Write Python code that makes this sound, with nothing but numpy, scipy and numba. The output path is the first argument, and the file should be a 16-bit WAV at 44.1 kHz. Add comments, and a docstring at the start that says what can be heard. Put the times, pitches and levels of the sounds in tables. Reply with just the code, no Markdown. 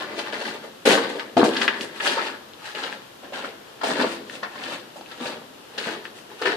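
"""Footsteps on loose stone, close by: each sole presses rubble, gravel, grit and sand, which crack as dense grains.
Stones and often the heel knock short and hard, heels thud on the rock floor, stray pebbles tick at random.
The place is a narrow rock tunnel: a short dense echo, a longer tail and the hum of its cross modes.
The walker holds a small stereo camera microphone, which adds its colour, hiss, a faint rumble
and two dry handling ticks."""
import sys
import numpy as np
from scipy import signal
from scipy.fft import rfft, irfft, next_fast_len
from scipy.io import wavfile
from numba import njit

SR = 44100
rng = np.random.default_rng(int(sys.argv[2]) if len(sys.argv) > 2 else 0)


def unload_audio(sound):
    """Save the sound as a 16-bit wav file, at the path given as the first command line argument."""
    columns = np.transpose(np.atleast_2d(sound))
    # keep every value between -1 and 1, then stretch to whole-number steps
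    steps = np.round(np.clip(columns, -1, 1) * 32767)
    wavfile.write(sys.argv[1], SR, steps.astype(np.int16))


def ratio(d):
    """dB to gain"""
    e = np.asarray(d, float) / 20
    return 10 ** e


N = 289556  # length in samples

# Microphone hiss spectrum before scaling. Each row: frequency in Hz, relative level in dB per Hz.
HISS_SPECTRUM = [(18, -31), (30, -25), (129, 0.5), (312, 4.5), (472, 3.5), (978, -1), (1270, -2.5),
                 (1370, -2.5), (2250, -9), (2840, -3.5), (7630, -16.5), (13500, -18.5), (15000, -23)]
# Colour of the microphone and its body. Each row: frequency in Hz, gain in dB.
MIC_COLOUR = [(30, -36), (110, -10.5), (160, -11.5), (215, -3.1), (450, 6.5), (800, 1.23), (1250, 2),
              (1700, 7.5), (2150, 2.5), (2700, 9.5), (4800, 8.5), (6200, 6), (9000, 3), (12000, 1),
              (14500, -0.5)]
# Mismatch of the two ports. Each row: frequency in Hz, left minus right in dB.
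PORT_BALANCE = [(60, -2), (110, 6), (200, 1), (380, 2.5), (700, 0), (1290, 5), (2380, 4), (4400, 2.5),
                (8120, 0), (15000, 4)]
# Decay of the tunnel tail. Each row: frequency in Hz, time to fall 60 dB in seconds.
TAIL_DECAY = [(150, 1), (400, 0.83), (1000, 0.64), (2800, 0.68), (7000, 0.45), (14000, 0.5)]
# Air modes across the tunnel. Each row: mean frequency in Hz, mean level in dB before the tail is scaled,
# time to fall 60 dB in seconds.
CROSS_MODES = [(168, -18.5, 0.49), (215.2, -29.5, 1), (346, -19, 0.62), (443.5, -22.5, 0.2)]

# Stone sizes. Each row: grains per second, lowest pitch in Hz, highest pitch in Hz,
# cycles to fall 20 dB, mean of the random level boost in dB (before its cap).
PEBBLE_GRAINS = (14, 590, 3570, 2.8, 8.2)  # stray pebbles
GRAVEL_GRAINS = (1500, 712, 2303, 5.1, 1.18)
RUBBLE_GRAINS = (1000, 171, 930, 2.5, 4.26)
GRIT_GRAINS = (3000, 1980, 4770, 2.83, 2.2)
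SAND_GRAINS = (8000, 6200, 10400, 2, 3.6)

# Heel blows on the rock floor. Each row: start in seconds, level in dB before HEEL_DB,
# pitch in Hz, cycles to fall 20 dB.
HEEL_BLOWS = [(0.332, -17.5, 536, 3.3), (0.862, -18, 436, 12), (1.375, -5.5, 238, 4.7),
              (1.429, 1.5, 232.5, 6.3), (1.812, -14, 229, 4.2), (2.034, -32, 490, 3.7),
              (2.17, -17, 497, 4.3), (2.748, -27, 595, 7.8), (3.239, -35, 315, 10), (3.322, -26, 576, 2.8),
              (3.437, -26, 500, 4.7), (3.845, -27, 440, 4.4), (4.429, -38, 727, 4),
              (4.958, -29.5, 590, 6.9), (5.008, -33, 372, 3.8), (5.208, -23, 251, 20),
              (5.784, -25, 533, 6.6), (6.416, -20, 475, 5.1), (6.449, -17, 500, 5.3)]
# Short hard knocks of stones and, near 710-775 Hz, often of the heel; the two at 4.298 and 5.011 s are
# dry handling ticks close to the microphone. Each row: start in seconds, level in dB, pitch in Hz,
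# snap level in dB re the knock, extra level in dB sent to the walls.
HARD_KNOCKS = [(0.189, -22.5, 870, -7.5, 10.5), (0.331, -26, 773, -23, 7), (0.411, -24.5, 740, -13, 10),
               (0.451, -23, 1780, -15, 13), (0.914, -21, 710, -11, 17), (0.976, -8, 1150, -35, 9),
               (1.196, -16, 1950, -15.5, 4), (1.377, -4, 735, -25, 1), (1.413, -20, 1020, -22, 20.5),
               (1.431, 2, 770, -41, -3), (1.491, -16, 710, -13, -9), (1.566, -17.5, 2010, -8, 10.5),
               (1.616, -9.5, 1960, -13, 9), (1.6796, -0.5, 1830, -32, 5), (1.81, -21.5, 2950, -7, 0),
               (2.002, -18, 1800, -39, 12), (2.071, -21.5, 745, -2.5, 12), (2.178, -11.5, 1030, -20, 7.5),
               (2.752, -29.5, 2680, -4, 1.5), (2.788, -19.5, 1790, -16, 5), (2.834, -23.5, 1580, -6.5, 9.5),
               (2.927, -16, 1770, -31, -3), (3.235, -33, 713, -34, 8), (3.324, -28, 727, -18, 9),
               (3.443, -22.5, 1310, -18, 13.5), (3.813, -21.5, 1140, -18.5, 13.5),
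               (3.834, -13, 775, -22, 11.5), (3.906, -12, 1090, -27, 6), (4.001, -8.5, 980, -38, 6),
               (4.044, -10.5, 956, -26, 3), (4.298, -19.5, 1850, -20, -3), (4.43, -17, 1080, -20, 13.5),
               (4.556, -24.5, 1090, -18, 7), (4.638, -30.5, 2640, 0, 2), (4.963, -30.5, 836, -28, 10),
               (5.011, -24, 840, -16, -1), (5.115, -30, 1850, -10, 8), (5.209, -28, 880, -16, 1.5),
               (5.781, -22.5, 1750, -4, 10.5), (6.054, -17.5, 1810, -40, -3), (6.315, -36, 900, -17, 12),
               (6.423, -14, 1310, -16, -5), (6.46, -5.5, 1580, -27, -16), (6.517, -22.5, 1640, -14, 15)]
# Modes of a hard knock's contact snap. Each row: frequency in Hz, gain in dB, cycles to fall 20 dB.
SNAP_MODES = [(3150, 8.5, 1.94), (4130, 4, 2.3)]
# A sole lands and presses on. Each row: start in seconds, hold in seconds, gravel level in dB,
# rubble in dB re gravel, sand in dB re gravel; the levels are before TREAD_DB.
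SOLE_LANDINGS = [(-0.1, 0.12, -33, 0.5, -19), (0.322, .025, -32.5, -3, -18), (0.852, 0.083, -22.5, 5.5, -7),
                 (1.186, 0.027, -38, 1, -19), (1.365, 0.022, -28.5, 14, -12), (1.437, 0.013, -30, 11, -5),
                 (1.687, .08, -35.5, -6, -25), (2.0, 0.034, -40, -7, -21),
                 (2.744, 0.13, -37.5, -4.5, -13.5), (3.329, 0.066, -36, -3.5, -16),
                 (3.831, 0.084, -33, 5, -8.5), (4.424, 0.033, -38, -6.5, -35), (5.199, 0.024, -41, 8, -18),
                 (5.774, 0.075, -36, -2, -12.5), (6.037, 0.011, -44.5, -14, -13),
                 (6.412, 0.017, -32, -2.5, -15), (6.451, .02, -24.5, -3.5, -19.5)]
# A sole scuffs or rolls off. Each row: peak in seconds, swell in seconds, gravel level in dB,
# rubble in dB re gravel, sand in dB re gravel; the levels are before TREAD_DB.
SOLE_SCUFFS = [(0.12, .08, -37.5, 3, -20.5), (0.191, 0.052, -34, -2, -10.5), (0.27, 0.069, -33.5, -7, -21),
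               (0.415, 0.072, -36.5, 0.5, -11), (0.48, 0.085, -35, 2.5, -12),
               (0.55, 0.24, -41.5, 2.5, -11.5), (0.64, 0.035, -46, 8, -10), (1.04, 0.065, -31, -1, -20),
               (1.1, .04, -38, -1, -9.5), (1.16, 0.074, -42.5, 8, -11), (1.55, 0.071, -30, -16, -17),
               (1.631, 0.11, -30, 0.5, -9), (1.82, 0.046, -43.5, 11, 2), (1.965, 0.036, -41, -9, -12.5),
               (2.064, 0.05, -25, -3, -6.5), (2.13, 0.11, -29.5, -3, -12), (2.19, 0.045, -28, -3, -38),
               (2.27, 0.29, -31.5, -4, -15), (2.664, 0.072, -38.5, -15, -11.5), (2.7, .05, -44, -5, -6),
               (2.84, .04, -35, -4, -23), (2.925, 0.052, -40, -3.5, -14), (3.241, 0.021, -44.5, 1.5, -20),
               (3.45, 0.032, -37, 3, -14), (3.68, .04, -52.5, -2, -15), (4.018, 0.13, -26, 2.5, -16),
               (4.126, 0.18, -37.5, 0.5, -7.5), (4.351, 0.11, -43, 2, -6), (4.554, 0.041, -47, -5, -22),
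               (4.645, 0.12, -38, 0, -17), (4.738, 0.2, -34.5, -1.5, -11.5), (4.969, 0.026, -58, 16, 5.5),
               (5.124, 0.1, -45.5, -3, -14), (5.27, 0.096, -34, 1.5, -10.5), (5.33, 0.085, -41.5, 6, -13),
               (5.77, 0.12, -47, 1, -15), (5.875, 0.044, -33.5, 1.5, -11.5), (5.929, 0.095, -36.5, -1, -13),
               (6.17, 0.026, -55, 5, 4.5), (6.32, .04, -51, 6, -7), (6.405, .05, -44, -3, -9),
               (6.515, .04, -34.5, 5, -15)]
# How gravel, rubble, grit and sand, in this order, fall quiet after a press [amplitude, dB per second].
SETTLE_RATES = (180, 139, 201, 242)

HISS_DB, RUMBLE_DB = -45.5, -75  # rms at the capsules
EARLY_DB, EARLY_T60_S, WALL_S = -0.7, 0.1, 0.002  # nothing returns before WALL_S
TAIL_DB, TAIL_BUILD_S = -4.5, 0.08  # tail level before its gradual build-up
ALIKE_HZ = 626  # above this the two ports hear unrelated echoes
STRIDE_S = 0.45
LARGEST_DB = 12  # cap on a grain's random level boost
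PORT_LAG_S = 0.00025  # largest lag between the ports
PEBBLE_DB, HEEL_DB, TREAD_DB = -65, -5, -4  # levels on the floor, which also drive the echo
KNOCK_CYCLES = 2.26  # cycles in which a hard knock falls 20 dB
OVERTONE, OVERTONE_DB = 1.385, -7.5  # a hard knock's second mode re its first
LANDING_RISE_S, SWELL_DB = 0.0042, 17  # a scuff climbs SWELL_DB in its swell time
GRIT_DB, GRIT_SHARE = 0, 0.41  # grit dB re gravel = GRIT_DB + GRIT_SHARE * sand dB
SLIP_HZ, SLIP_DB = 163, 1.24  # fastest stick-slip of the sole, rms swing of its level
TOP_HZ = 14600


def colour(x, points):
    """Weights the spectrum by (Hz, dB) points."""
    size = next_fast_len(x.shape[-1])
    hz, db = np.transpose(points)
    bins_hz = np.arange(size // 2 + 1) * SR / size
    gain = ratio(np.interp(np.log(bins_hz + 1), np.log(hz), db))
    return irfft(rfft(x, size) * gain, size)[..., :x.shape[-1]]


def unit(x):
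    """Scales to rms 1."""
    return x / np.sqrt(np.mean(x ** 2))


def filtered(x, order, hz, kind):
    """Butterworth filter of the given kind."""
    return signal.sosfilt(signal.butter(order, hz, kind, fs=SR, output="sos"), x)


def wide_noise(size, alike_hz):
    """Two-channel noise, the same in the bass and unrelated in the treble."""
    mid, side = rng.standard_normal((2, size))
    side = filtered(side, 2, alike_hz, "high")
    return mid + side * np.array([[1], [-1]])


@njit
def ring(size, start, hz, cycles, gain, rise):
    """Sums damped sines that swell over a part of a cycle and fall 60 dB in three times their cycles."""
    out = np.zeros((2, size))
    for k in range(len(hz)):
        length = 3 * cycles[k] * SR / hz[k]
        turn = np.exp(2j * np.pi * hz[k] / SR - np.log(1000) / length)
        soften = np.exp(-hz[k] / SR / rise)
        for c in range(2):
            z, soft = gain[c, k] + 0j, 1.
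            # cut off once 36 dB down
            for i in range(max(start[c, k], 0), min(start[c, k] + int(.6 * length), size)):
                out[c, i] += z.imag * (1 - soft)
                z, soft = z * turn, soft * soften
    return out


def knock(s, db, hz, cycles, pan_db, lag_s):
    """Places knocks, each reaching the two ports with its own lag and balance."""
    start = (np.array([s + lag_s / 2, s - lag_s / 2]) * SR).astype(np.int64)
    gain = ratio(db + np.array([pan_db, -pan_db]) / 2)
    return ring(N, start, 1. * hz, np.maximum(cycles, 1.), gain, 0.47)


def loose(rate, low_hz, high_hz, cycles, scatter_db):
    """A steady shower of grains of random pitch, a few larger than the rest, at rms 1."""
    when, pitch, largeness, place = rng.random((int(rate * N / SR), 4)).T
    hz = low_hz * (high_hz / low_hz) ** pitch
    boost_db = np.minimum(-scatter_db * np.log(1 - largeness), LARGEST_DB)
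    db = boost_db + 6.3 * np.log10(hz)
    side = 2 * place - 1
    return unit(knock(when * N / SR, db, hz, cycles + 0 * hz, 3 * side, PORT_LAG_S * side))


def hiss():
    """Air noise, alike at both ports in the bass, over each capsule's own rumble."""
    air = unit(colour(wide_noise(N, 330), HISS_SPECTRUM)) * ratio(HISS_DB)
    rumble = filtered(rng.standard_normal((2, N)), 2, (30, 70), "band")
    return air + unit(rumble) * ratio(RUMBLE_DB)


def cross_modes(t):
    """Air resonating across the tunnel; its width varies, so modes shift a little and swell or shrink."""
    width = 1 + 0.01954 * rng.standard_normal()
    swell = rng.standard_normal(len(CROSS_MODES))
    modes = 0
    for (hz, db, t60), v in zip(CROSS_MODES, swell):
        modes = modes + ratio(db + 2.64 * v - 60 * t / t60) * np.sin(2 * np.pi * hz * width * t)
    return modes


def echo(size):
    """One spot's answer to a click: rough walls scatter a quick dense echo, the length gives a tail."""
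    t = np.arange(size) / SR
    early = unit(wide_noise(size, ALIKE_HZ) * ratio(-60 * t / EARLY_T60_S)) * ratio(EARLY_DB)
    noise = wide_noise(size, ALIKE_HZ)
    hz, t60 = np.transpose(TAIL_DECAY)
    tail, edges = 0, 80 * 2 ** np.arange(0, 8.01, 1)  # octave bands
    for low, high in zip(edges[:-1], edges[1:]):
        band_t60 = np.interp(np.log(low * high) / 2, np.log(hz), t60)
        tail = tail + filtered(noise, 2, (low, high), "band") * ratio(-60 * t / band_t60)
    tail = unit(tail + cross_modes(t)) * ratio(TAIL_DB) * (1 - np.exp(-t / TAIL_BUILD_S))
    return (early + tail) * (t > WALL_S) / np.sqrt(size)


def tunnel(x):
    """The walker moves on, so each stride is echoed by a new spot, faded at equal power."""
    hop, size = int(STRIDE_S * SR), SR
    mono = np.pad(x.mean(axis=0), (hop, 2 * hop))
    out = np.zeros((2, N + 3 * hop + size))
    fade = np.sin(np.pi * np.arange(2 * hop) / (2 * hop))
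    for i in range(0, N + hop, hop):
        stride = (mono[i:i + 2 * hop] * fade)[None]
        out[:, i:i + 2 * hop + size - 1] += signal.fftconvolve(stride, echo(size), axes=1)
    return out[:, hop:hop + N]


def pebbles():
    """Pebbles disturbed by the walker roll and tick now and then, also between steps."""
    return loose(*PEBBLE_GRAINS) * ratio(PEBBLE_DB)


def heels():
    """Dull blows of the heel: one damped mode each."""
    s, db, hz, cycles = np.transpose(HEEL_BLOWS)
    return knock(s, db, hz, cycles, 0 * s, 0 * s)


def hard_knocks(extra_db):
    """Each hard knock or handling tick rings briefly in two modes and snaps at contact."""
    s, db, hz, snap_db, _ = np.transpose(HARD_KNOCKS)
    db, zero = db + extra_db, 0 * s
    snap = 0
    for mode_hz, mode_db, cycles in SNAP_MODES:
        snap = snap + knock(s, db + snap_db + mode_db, mode_hz + zero, cycles + zero, zero, zero)
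    first = knock(s, db, hz, KNOCK_CYCLES + zero, 0.87 + zero, zero)  # slightly to the left
    second = knock(s, db + OVERTONE_DB, OVERTONE * hz, KNOCK_CYCLES + zero, zero, zero)
    return first + second + snap


def knocks_near_and_at_walls():
    """The direct hard knocks and what of them reaches the walls."""
    wall_extra_db = np.transpose(HARD_KNOCKS)[-1]
    return hard_knocks(0), hard_knocks(wall_extra_db)


def pressing(size):
    """Loudness over time of one size (0 gravel, 1 rubble, 2 grit, 3 sand): every press adds its power."""
    t, power = np.arange(0, N / SR, .001), 0
    presses = []
    for row in SOLE_LANDINGS:
        start_s, hold_s = row[:2]
        rise = np.clip((t - start_s) / LANDING_RISE_S, 0, 1) ** 2
        presses.append((row, rise, start_s + hold_s))
    for row in SOLE_SCUFFS:
        peak_s, swell_s = row[:2]
        rise = ratio(SWELL_DB * np.minimum(t - peak_s, 0) / swell_s)
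        presses.append((row, rise, peak_s))
    for (_, _, gravel_db, rubble_db, sand_db), rise, lift_s in presses:
        grit_db = GRIT_DB + GRIT_SHARE * sand_db
        db = gravel_db + (0, rubble_db, grit_db, sand_db)[size]
        settle_db = SETTLE_RATES[size] * np.maximum(t - lift_s, 0)
        power = power + (rise * ratio(db - settle_db)) ** 2
    return np.interp(np.arange(N) / SR, t, np.sqrt(power))


def footfalls():
    """The sole's pressure sets how loud each size cracks; it sticks and slips, so grains come in clumps."""
    showers = [loose(*grains) for grains in (GRAVEL_GRAINS, RUBBLE_GRAINS, GRIT_GRAINS, SAND_GRAINS)]
    slip = unit(filtered(rng.standard_normal(N), 2, (SLIP_HZ / 3, SLIP_HZ), "band"))
    pressed = sum(shower * pressing(size) for size, shower in enumerate(showers))
    return pressed * ratio(SLIP_DB * slip)


def scene():
    """Feet and hard knocks, their echo in the tunnel, the microphone's colour and the hiss."""
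    tread = ratio(TREAD_DB) * footfalls() + ratio(HEEL_DB) * heels() + pebbles()
    near_knocks, wall_knocks = knocks_near_and_at_walls()
    echoes = tunnel(tread + wall_knocks)
    return colour(tread + near_knocks + echoes, MIC_COLOUR) + hiss()


def band_limit(x):
    """A steep low-pass at the top of the band."""
    return signal.sosfilt(signal.butter(12, 15730, fs=SR, output="sos"), x)


def record(dry):
    """The two ports differ in colour, the top is cut steeply and the converter clips."""
    ports = []
    for channel, sign in zip(dry, (1, -1)):
        half_balance = [(hz, sign * db / 2) for hz, db in PORT_BALANCE]
        ports.append(colour(channel, half_balance))
    top_cut = signal.ellip(8, .2, 60, TOP_HZ, fs=SR, output="sos")  # 0.2 dB ripple, 60 dB stopband
    mix = np.clip(signal.sosfilt(top_cut, np.array(ports)), -1, 1)
    return band_limit(mix)


dry = scene()
out = record(dry)
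unload_audio(out)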